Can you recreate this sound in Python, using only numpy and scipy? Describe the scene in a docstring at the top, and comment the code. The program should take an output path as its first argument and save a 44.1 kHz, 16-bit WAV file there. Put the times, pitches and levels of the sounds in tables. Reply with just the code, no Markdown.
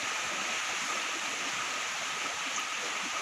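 """A steady wash of heavy rain on mud, puddles and leaves, heard from a shelter on a mono phone.
Countless far drops merge into the wash; nearer ones splash and ring as bubbles. These share one
colour, with a narrow ring near 1.26 kHz and a bright hump near 6.5 kHz.
Close by, fat drips thud dully and single drops spatter."""
import sys
import numpy as np
from scipy import signal
from scipy.fft import rfft, irfft, next_fast_len
from scipy.io import wavfile
from scipy.ndimage import uniform_filter1d

SR = 44100
rng = np.random.default_rng(int(sys.argv[2]) if len(sys.argv) > 2 else 0)


def store_wav(level_fs):
    """Save 16-bit WAV to argv[1]."""
    pcm = np.round(np.clip(np.atleast_2d(level_fs), -1, 1) * 32767)
    wavfile.write(sys.argv[1], SR, pcm.T.astype(np.int16))


N = 141561


def undb(db):
    return 10 ** (np.asarray(db) / 20)


def set_rms(x, db):
    return x * undb(db) / np.sqrt(np.mean(x ** 2))


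def shaped(x, gain):
    """Filter x by gain(hz)."""
    size = next_fast_len(len(x) + 4096)
    hz = np.maximum(np.arange(size // 2 + 1) * SR / size, 1)
    return irfft(rfft(x, size) * gain(hz), size)[:len(x)]


def drift(per_s):
    """Smooth random drift, rms 1."""
    hold = int(SR / per_s)
    steps = np.repeat(rng.standard_normal(N // hold + 2), hold)
    return set_rms(uniform_filter1d(uniform_filter1d(steps, hold), hold)[:N], 0)


def add(out, start_s, sound):
    i = max(int(start_s * SR), 0)
    out[i:i + len(sound)] += sound[:max(N - i, 0)]


def drops(per_s, spread_db):
    """Random drops, many small, few large: (time [s], size [gain], pitch [0-1])."""
    when, rank, pitch = rng.random((int(per_s * N / SR), 3)).T
    size = undb(-spread_db * np.log(np.maximum(rank, .01)))
    return zip(when * N / SR, size, pitch)


# Rain spectrum at the phone: (frequency [Hz], gain [dB])
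RAIN_SPECTRUM = [(25, -40), (45, -41), (75, -26), (140, -21), (240, -14.5), (330, -14), (400, -16),
                 (520, -12.5), (680, -8), (820, -7.5), (1050, -7), (1550, -6), (2000, -4), (2450, -2),
                 (2850, -4.5), (3300, -8.5), (4200, -13), (5000, -16), (5500, -13), (6100, -9.5),
                 (6650, -8.5), (7000, -12.5), (7450, -14), (8000, -22.5), (8600, -27.5), (9600, -24.5),
                 (10400, -25.5), (11300, -32), (12300, -38), (13200, -35.5), (14400, -36), (15200, -47)]


def colour(hz, ring_hz=1262, ring_width_hz=63, ring_db=8.5):
    """Gain of the broad rain spectrum and its narrow ring."""
    points_hz, points_db = np.array(RAIN_SPECTRUM).T
    broad = undb(np.interp(np.log(hz), np.log(points_hz), points_db))
    ring_power = 1 + (undb(ring_db) ** 2 - 1) / (1 + ((hz - ring_hz) / ring_width_hz) ** 2) ** 2
    return broad * np.sqrt(ring_power)


def wash(easing_db_per_s=.57):
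    """Far drops merge: half-octave bands swell together, flicker alone and slacken, treble first."""
    out, t = np.zeros(N), np.arange(N) / SR
    swell_db = -.6 * drift(per_s=18)
    for centre_hz in 25 * 2 ** (np.arange(20) / 2):
        def band_gain(hz):
            return colour(hz) * np.cos(np.pi / 2 * np.clip(2 * np.log2(hz / centre_hz), -1, 1))
        band = shaped(rng.standard_normal(N), band_gain)
        easing_db = easing_db_per_s * t * centre_hz / (centre_hz + 1000)
        flicker_db = .5 + 3 / (1 + (centre_hz / 456) ** 2)  # lumpier bass: fewer drops reach that low
        out += band * undb(swell_db + flicker_db * drift(per_s=16) - easing_db)
    return set_rms(out, db=-35.5)


def splashes(decay_s=.0036):
    """Nearer drops slap mud and leaves, each a brief burst of spray."""
    power, t = np.zeros(N), np.arange(SR // 40) / SR
    spray = rng.standard_normal(N)
    for start_s, size, _ in drops(per_s=640, spread_db=.5):
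        add(power, start_s, (size * np.exp(-t / decay_s)) ** 2)
    return set_rms(shaped(spray * np.sqrt(power), colour), db=-43.5)


def bubbles(low_hz=450, high_hz=9000, decay_cycles=56.5, rise_per_decay=.02005):
    """Drops on puddles trap bubbles that ring and rise a little in pitch."""
    out = np.zeros(N)
    for start_s, size, pitch in drops(per_s=640, spread_db=.77):
        hz = low_hz * (high_hz / low_hz) ** pitch
        age = np.arange(0, 5, hz / SR / decay_cycles)  # in decay times
        phase = 2 * np.pi * decay_cycles * age * (1 + rise_per_decay * age / 2)
        add(out, start_s, size * hz * np.exp(-age) * np.sin(phase))
    return set_rms(shaped(out, colour), db=-43)


# Swell contours of three rain bands, each used relative to its mean: (time [s], level [dB])
RUSH_CONTOUR = [(0, -41.5), (.36, -41.5), (.55, -38.5), (.6, -45.5), (.7, -40.5), (.83, -46), (.92, -40.5),
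                (1.25, -40.5), (1.48, -39.5), (1.52, -42.5), (1.8, -40.5), (1.92, -46), (2.19, -42.5),
                (2.26, -38.5), (2.42, -44.5), (2.6, -42.5), (2.68, -43.5), (2.78, -44), (2.88, -41),
                (3.06, -42.5), (3.11, -58), (3.15, -45), (3.2, -38)]
RING_CONTOUR = [(0, -47), (.11, -36), (.2, -39), (.34, -40), (.53, -39), (.7, -44), (.83, -41),
                (.88, -36.5), (1.01, -37.5), (1.06, -40), (1.22, -41.5), (1.5, -41.5), (1.6, -37),
                (1.67, -44), (1.74, -40), (1.97, -42.5), (2.12, -42), (2.27, -39), (2.34, -46), (2.4, -41),
                (2.45, -46), (2.59, -38), (2.66, -37), (2.85, -40), (2.92, -41), (2.96, -38), (3.01, -45),
                (3.13, -41), (3.17, -30), (3.2, -45)]
CLATTER_CONTOUR = [(0, -36), (.28, -37), (.48, -36), (.55, -35.5), (.63, -34.5), (.68, -38.5), (.97, -37),
                   (1.03, -35.5), (1.3, -37), (1.36, -35.5), (1.42, -37.5), (1.69, -37.5), (1.75, -37),
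                   (2.15, -38.5), (2.23, -36), (2.36, -40), (2.45, -35), (2.53, -39), (2.6, -34.5),
                   (2.67, -41.5), (2.75, -32.5), (2.81, -38.5), (2.92, -37.5), (2.98, -35.5), (3.11, -37),
                   (3.2, -35.5)]


def band_swells(rain):
    """The low rush, narrow ring and bright clatter rise and fall independently."""
    def swell(x, contour, centre_hz, half_width_hz, depth):
        times_s, levels_db = np.array(contour).T
        db = np.interp(np.arange(N) / SR, times_s, levels_db)
        band = shaped(x, lambda f: 1 / (1 + ((f - centre_hz) / half_width_hz) ** 4))
        return x + band * (undb(depth * (db - db.mean())) - 1)

    rain = swell(rain, RUSH_CONTOUR, centre_hz=500, half_width_hz=260, depth=.9)
    rain = swell(rain, RING_CONTOUR, centre_hz=1262, half_width_hz=63, depth=.68)
    return swell(rain, CLATTER_CONTOUR, centre_hz=2610, half_width_hz=340, depth=1.15)


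def thud(hz, rise_s, glide_oct_per_s, splat_share=.35, splat_log_width=.38):
    """A soft wet blow swells, glides in pitch and dies, smeared by a noisy splat."""
    t = np.arange(0, 4 * rise_s, 1 / SR)
    envelope = (t / rise_s * np.exp(1 - t / rise_s)) ** 3
    pitch_hz = hz * 2 ** (glide_oct_per_s * (t - rise_s))
    tone = np.sin(2 * np.pi * np.cumsum(pitch_hz) / SR)
    noise = rng.standard_normal(SR // 4)
    splat = shaped(noise, lambda f: np.exp(-(np.log(f / hz) / splat_log_width) ** 2))
    splat = set_rms(np.resize(splat, len(t)), 0)
    return envelope * (np.sqrt(1 - splat_share) * tone + np.sqrt(splat_share / 2) * splat)


# Close fat drips: (time [s], pitch [Hz], envelope peak [dB], rise [s], glide [octaves/s])
FAT_DRIPS = [(.018, 111, -50, 0.022, 3), (.105, 456, -47, 0.014, 4), (.155, 882, -41.5, 0.023, -4.5),
             (.245, 85, -54, 0.027, 2), (.301, 603, -41, 0.017, 3.5), (.295, 344, -43.5, 0.032, 3),
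             (.345, 583, -43, 0.017, -6), (.374, 760, -39.5, 0.015, 0), (.391, 247, -42.5, 0.018, -15),
             (.449, 346, -44, 0.02, 8), (.465, 236, -50, 0.029, -0.5), (.551, 79, -61, .03, 0),
             (.684, 114, -52, 0.025, 10), (.745, 187, -54, 0.032, 4), (.795, 243.5, -46, 0.037, 9),
             (.888, 476, -42, 0.018, 1), (.92, 332, -40.5, 0.014, 3), (.944, 551, -41.5, 0.015, 0),
             (1.036, 327, -48, .02, 3), (1.145, 328, -42, 0.021, -2.5), (1.322, 756, -51, 0.02, -5),
             (1.399, 183, -49.5, 0.026, -3), (1.447, 275, -42, 0.023, -1), (1.463, 400, -47, 0.012, 5),
             (1.517, 136.5, -48.5, 0.025, -10), (1.6, 80, -63, 0.02, 0), (1.74, 235, -50, 0.031, -5),
             (1.855, 91, -64, 0.027, 2), (1.94, 814, -39.5, 0.015, 9), (1.997, 200, -49, 0.019, -5),
             (2.008, 661, -37.5, 0.014, -7), (2.125, 160, -50, 0.018, 3), (2.22, 670, -42.5, 0.026, 2),
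             (2.235, 271, -47, 0.025, 3), (2.319, 82, -60, 0.029, 5), (2.365, 856, -38, 0.012, -0.5),
             (2.448, 266, -46, .024, -2), (2.495, 531, -47, 0.019, -2.5), (2.578, 281, -44, 0.018, 19.5),
             (2.812, 498, -41, 0.027, -2.5), (2.843, 395, -47, 0.022, 3), (3.0, 198, -48.5, 0.037, 5),
             (3.041, 280, -41.5, 0.019, 11.5), (3.125, 649, -41, 0.022, 3)]


def drips(low_hz=130, high_hz=620, rise_cycles=3):
    """Fat drips thud and plop over a lighter random patter."""
    near, patter = np.zeros(N), np.zeros(N)
    for start_s, hz, db, rise_s, glide_oct_per_s in FAT_DRIPS:
        add(near, start_s, undb(db) * thud(hz, rise_s, glide_oct_per_s))
    for start_s, size, pitch in drops(per_s=35, spread_db=2.5):
        hz = low_hz * (high_hz / low_hz) ** pitch
        add(patter, start_s, size * hz * thud(hz, rise_cycles / hz, glide_oct_per_s=4))
    return near + set_rms(patter, db=-58.5)


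# Close spatters: (time [s], centre [Hz], width [Hz], peak rms [dB], decay [s])
SPATTERS = [(0.017, 3900, 1200, -40, .008), (0.849, 10500, 3000, -55, .008), (.9, 11500, 5000, -61, .008),
            (1.016, 4700, 1800, -43, .004), (1.713, 7900, 1400, -51, .008),
            (1.939, 5750, 1200, -42, 0.0067), (1.967, 12000, 4000, -61, .006),
            (2.256, 1290, 200, -35.5, .012), (2.295, 695, 300, -40, .014), (2.56, 6540, 1600, -33, 0.011),
            (2.576, 1270, 160, -36, 0.017), (2.592, 2850, 900, -40, .009), (2.592, 10500, 7000, -53, .014)]


def spatters(attack_s=.002):
    """Single close drops burst into spray, each in its own band."""
    out, t = np.zeros(N), np.arange(SR // 10) / SR
    for start_s, hz, width_hz, db, decay_s in SPATTERS:
        envelope = (1 - np.exp(-t / attack_s)) * np.exp(-t / decay_s)
        spray = shaped(rng.standard_normal(len(t)), lambda f: 1 / (1 + (2 * (f - hz) / width_hz) ** 4))
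        add(out, start_s, set_rms(spray, db) * envelope / envelope.max())
    return out


def scene():
    """Swelling rain with close drops on top, the same in both ears."""
    rain = band_swells(wash() + splashes() + bubbles())
    return np.tile(rain + drips() + spatters(), (2, 1))


def record(dry):
    """The phone cuts the top treble."""
    cutoff_hz = 15050
    return signal.sosfilt(signal.ellip(10, .1, 70, cutoff_hz, fs=SR, output="sos"), dry)


dry = scene()
out = record(dry)
store_wav(out)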